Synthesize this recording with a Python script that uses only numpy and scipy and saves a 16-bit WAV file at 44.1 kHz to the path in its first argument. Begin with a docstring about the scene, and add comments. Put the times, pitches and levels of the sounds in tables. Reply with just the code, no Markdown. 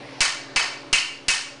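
"""A smith's hammer lands four times on hot iron on an anvil in a wooden workshop.
Each blow is a band-coloured click plus decaying anvil and hammer modes, carried on by a diffuse room tail.
Behind it: hum of motor and lamps as wandering sines, over patchy band noise.
The recorder's gain control ducks the background after every blow; the microphone's rest point jumps."""
import sys
import numpy as np
from scipy import signal
from scipy.io import wavfile

SR = 44100
rng = np.random.default_rng(int(sys.argv[2]) if len(sys.argv) > 2 else 0)


def wrap_up_sound(samples):
    """Save the sound to the file named by the first command line argument, as 16-bit audio."""
    columns = np.atleast_2d(samples).T
    # keep every value between -1 and 1, then stretch to whole-number steps
    tamed = np.clip(columns, -1, 1)
    steps = np.round(tamed * 32767).astype(np.int16)
    wavfile.write(sys.argv[1], SR, steps)


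def convert_level_to_amplitude(level_db):
    """Map a level in decibels to its linear amplitude factor."""
    exponent = np.asarray(level_db, float) / 20
    return 10 ** exponent


N = 70560

# hammer blows: start_s, strength_db, crack_re_ring_db, crack_tilt_db_per_octave, core_modes_extra_db,
# rest_point_jump_db
BLOWS = [(0.2057, -11, 4.5, 0.14, -4.5, -28.5), (0.5606, -10, 1.55, -2, -4, -32),
         (0.9287, -7, 2, 1, 3, -28), (1.2828, -8.5, 4, 1.4, -1.5, -31.5)]


def rms_one(x):
    """Scale to unit rms."""
    return x / np.sqrt(np.mean(x ** 2) + 1e-20)


def at_hz(points, hz):
    """Read a two-column table on a log-frequency axis."""
    table_hz, values = np.transpose(points)
    return np.interp(np.log(hz), np.log(table_hz), values)


def one_pole(x, time_s):
    """Exponential smoothing."""
    r = np.exp(-1 / (time_s * SR))
    return signal.lfilter([1 - r], [1, -r], x)


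def drift(rate_hz):
    """Slow random curve of unit rms: noise through two equal poles, computed every 40 samples."""
    step = 40
    r = np.exp(-2 * np.pi * rate_hz * step / SR)
    noise = rng.standard_normal(N // step + 2002)
    slow = signal.lfilter([1], [1, -2 * r, r * r], noise)[2000:]  # skip the filter's start
    return np.interp(np.arange(N) / step, np.arange(len(slow)), rms_one(slow - slow.mean()))


def bands(count, source=None):
    """Third-octave bands of a source, or of two alternating white noises: (centre Hz, signal) pairs."""
    edges_hz = 28 * 2 ** np.arange(0, 8.8, 1 / 3)
    sources = rng.standard_normal((2, count)) if source is None else [source, source]
    for k, (low_hz, high_hz) in enumerate(zip(edges_hz, edges_hz[1:])):
        band_pass = signal.butter(2, [low_hz, high_hz], "band", fs=SR, output="sos")
        yield np.sqrt(low_hz * high_hz), signal.sosfilt(band_pass, sources[k % 2])


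def motor_and_lamp_hum():
    """Steady sine lines, each with a level that wanders in dB."""
    # hum lines: pitch_hz, level_db_rms, wander_db
    hum_lines = [(119, -56, 0.5), (136, -53, -1), (274.2, -49, 1.5), (575.3, -52.5, 4.8)]
    t = np.arange(N) / SR
    hum = np.zeros(N)
    for hz, level_db, wander_db in hum_lines:
        gain = convert_level_to_amplitude(level_db + wander_db * drift(13))
        hum += gain * np.sqrt(2) * np.sin(2 * np.pi * (hz * t + rng.random()))
    return hum


def workshop_noise():
    """Coloured noise, patchy because each band's level drifts on its own."""
    # noise spectrum before scaling to unit rms: band_hz, relative_db_per_hz
    spectrum = [(25, -29), (60, -20.5), (95, -41), (170, -20.5), (230, -18.5), (320, -8.5), (480, -14.5),
                (700, -17), (1400, -20.5), (2300, -23), (3400, -28), (4500, -26.5), (7000, -42),
                (10300, -44.5)]
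    level_db, patchy_db, patch_rate_hz = -41, 2.5, 1.67
    noise = np.zeros(N)
    for hz, band in bands(N):
        noise += convert_level_to_amplitude(at_hz(spectrum, hz) + patchy_db * drift(patch_rate_hz)) * band
    return convert_level_to_amplitude(level_db) * rms_one(noise)


def rest_point_jumps():
    """Each blow pushes the microphone briefly up, then knocks its rest point down; it creeps back."""
    push_s, push_re_jump_db = 0.0013, -5.5
    return_s, return_curve, dc_block_hz = 0.025, 1.4, 0.8
    jump_s = np.array([row[0] + push_s for row in BLOWS])
    jump_db = np.array([row[5] for row in BLOWS])
    since_s = np.arange(N) / SR - jump_s[:, None]
    push = convert_level_to_amplitude(push_re_jump_db) * (since_s > -push_s) * (since_s < 0)
    knock = (since_s >= 0) * np.exp(-(np.abs(since_s) / return_s) ** return_curve)
    jumps = convert_level_to_amplitude(jump_db) @ (push - knock)
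    return jumps - one_pole(jumps, 1 / (2 * np.pi * dc_block_hz))


def workshop(x):
    """Direct sound plus a newly drawn diffuse tail: quick build-up, hold, early clumps, decay by band."""
    # reverberation: band_hz, t60_s
    reverberation = [(400, 0.31), (650, 0.48), (1000, 0.55), (2800, 0.45), (5000, 0.47), (10000, 0.34)]
    tail_re_direct_db, build_up_s, hold_s = 12, 0.0013, 0.0083
    clump_db, clump_rate_hz, clump_fade_s = 3.5, 91, 0.098
    t = np.arange(SR * 3 // 4) / SR
    tail = np.zeros(len(t))
    for hz, band in bands(len(t)):
        tail += band * convert_level_to_amplitude(-60 * np.maximum(t - hold_s, 0) / at_hz(reverberation, hz))
    tail *= 1 - np.exp(-t / build_up_s)
    tail *= convert_level_to_amplitude(clump_db * np.exp(-t / clump_fade_s) * drift(clump_rate_hz)[:len(t)])
    tail /= np.sqrt(np.sum(tail ** 2))
    return x + convert_level_to_amplitude(tail_re_direct_db) * signal.fftconvolve(x, tail)[:len(x)]


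def hammer():
    """Blows: coloured clicks, each with its own random room tail, and decaying modes sharing one tail."""
    # anvil and hammer modes: pitch_hz, relative_level_db, t60_s
    modes = [(1090, -18, 0.046), (1407, -18.5, 0.039), (1827, -5.5, 0.037), (2037, -9, 0.057),
             (2285, 0, 0.032), (2475, -13, 0.072), (2572, -5.5, 0.085), (2695, -6.5, 0.044),
             (2792, -2.5, 0.038), (3072, -1, 0.03), (4063, -6, 0.02), (4534, -4.5, 0.031),
             (5176, -4, 0.013), (6388, -16.5, 0.14)]
    # crack colour: band_hz, relative_db_per_hz
    crack_colour = [(240, -50.5), (400, -17.5), (1400, -6.5), (1670, -8.5), (1760, -9), (2370, -12),
                    (2650, -12.5), (3330, -9), (6230, -8), (10300, -16), (13400, -51), (22000, -120)]
    crack_gain_db, crack_low_cut_hz = 23.5, 390
    ring_gain_db, ring_scatter_db = -5.5, 1.5
    core_hz, core_octaves = 2800, 0.22
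    t = np.arange(SR) / SR
    cracks, ring = np.zeros(N + SR), np.zeros(N + SR)
    low_cut = signal.butter(2, crack_low_cut_hz, "high", fs=SR, output="sos")
    click = signal.sosfilt(low_cut, (t == 0) + 1e-18)
    click_bands = list(bands(SR, click))
    for start_s, strength_db, crack_db, tilt, core_db, _ in BLOWS:
        i = int(start_s * SR)
        crack = np.zeros(SR)
        for k, (hz, band) in enumerate(click_bands):
            colour_db = at_hz(crack_colour, hz) + tilt * np.log2(hz / core_hz)
            crack += (-1) ** k * convert_level_to_amplitude(colour_db) * band  # polarity alternates
        cracks[i:i + SR] += convert_level_to_amplitude(strength_db + crack_gain_db + crack_db) * workshop(crack)
        luck = rng.standard_normal(len(modes))
        for k, (hz, mode_db, t60_s) in enumerate(modes):
            core = np.exp(-(np.log2(hz / core_hz) / core_octaves) ** 2)
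            level_db = strength_db + ring_gain_db + mode_db + core_db * core + ring_scatter_db * luck[k]
            ring[i:i + SR] += (-1) ** k * convert_level_to_amplitude(level_db - 60 * t / t60_s) * np.sin(2 * np.pi * hz * t)
    return (cracks + workshop(ring))[:N]


def gain_loss_db(x, threshold_db, squeeze, attack_s, held_fall_db_per_s, smooth_s):
    """Gain control: loss is a share of the peak-held level above the threshold, smoothed."""
    fall_db = held_fall_db_per_s * np.arange(N) / SR
    level_db = 10 * np.log10(one_pole(x ** 2, smooth_s) + 1e-12)
    held_db = np.maximum.accumulate(level_db + fall_db) - fall_db
    return one_pole(squeeze * np.maximum(held_db - threshold_db, 0), attack_s)


def scene():
    """Hammer over hum and noise, one channel."""
    return (hammer() + motor_and_lamp_hum() + workshop_noise())[None]


def low_pass(x):
    """Removes everything above the highest recorded frequency."""
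    return signal.sosfilt(signal.butter(12, 11200, fs=SR, output="sos"), x)


def record(dry):
    """Quick and slow gain control, rounded peaks, rest-point jumps, steep top cut."""
    look_ahead_s, ceiling, top_cut_hz = 0.0012, 0.4, 10073
    quick_db = gain_loss_db(dry[0], threshold_db=-24, squeeze=0.4, attack_s=0.0013,
                            held_fall_db_per_s=54.5, smooth_s=0.006)
    quick_db = np.interp(np.arange(N) + look_ahead_s * SR, np.arange(N), quick_db)
    slow_db = gain_loss_db(dry[0], threshold_db=-15, squeeze=0.6, attack_s=0.6,
                           held_fall_db_per_s=1.5, smooth_s=0.023)
    ducked = dry * convert_level_to_amplitude(-quick_db - slow_db)
    mix = ceiling * np.tanh(ducked / ceiling) + rest_point_jumps()
    top_cut = signal.ellip(10, 0.5, 40, top_cut_hz, fs=SR, output="sos")
    mix = signal.sosfilt(top_cut, mix)
    return low_pass(mix)


dry = scene()
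out = record(dry)
wrap_up_sound(out)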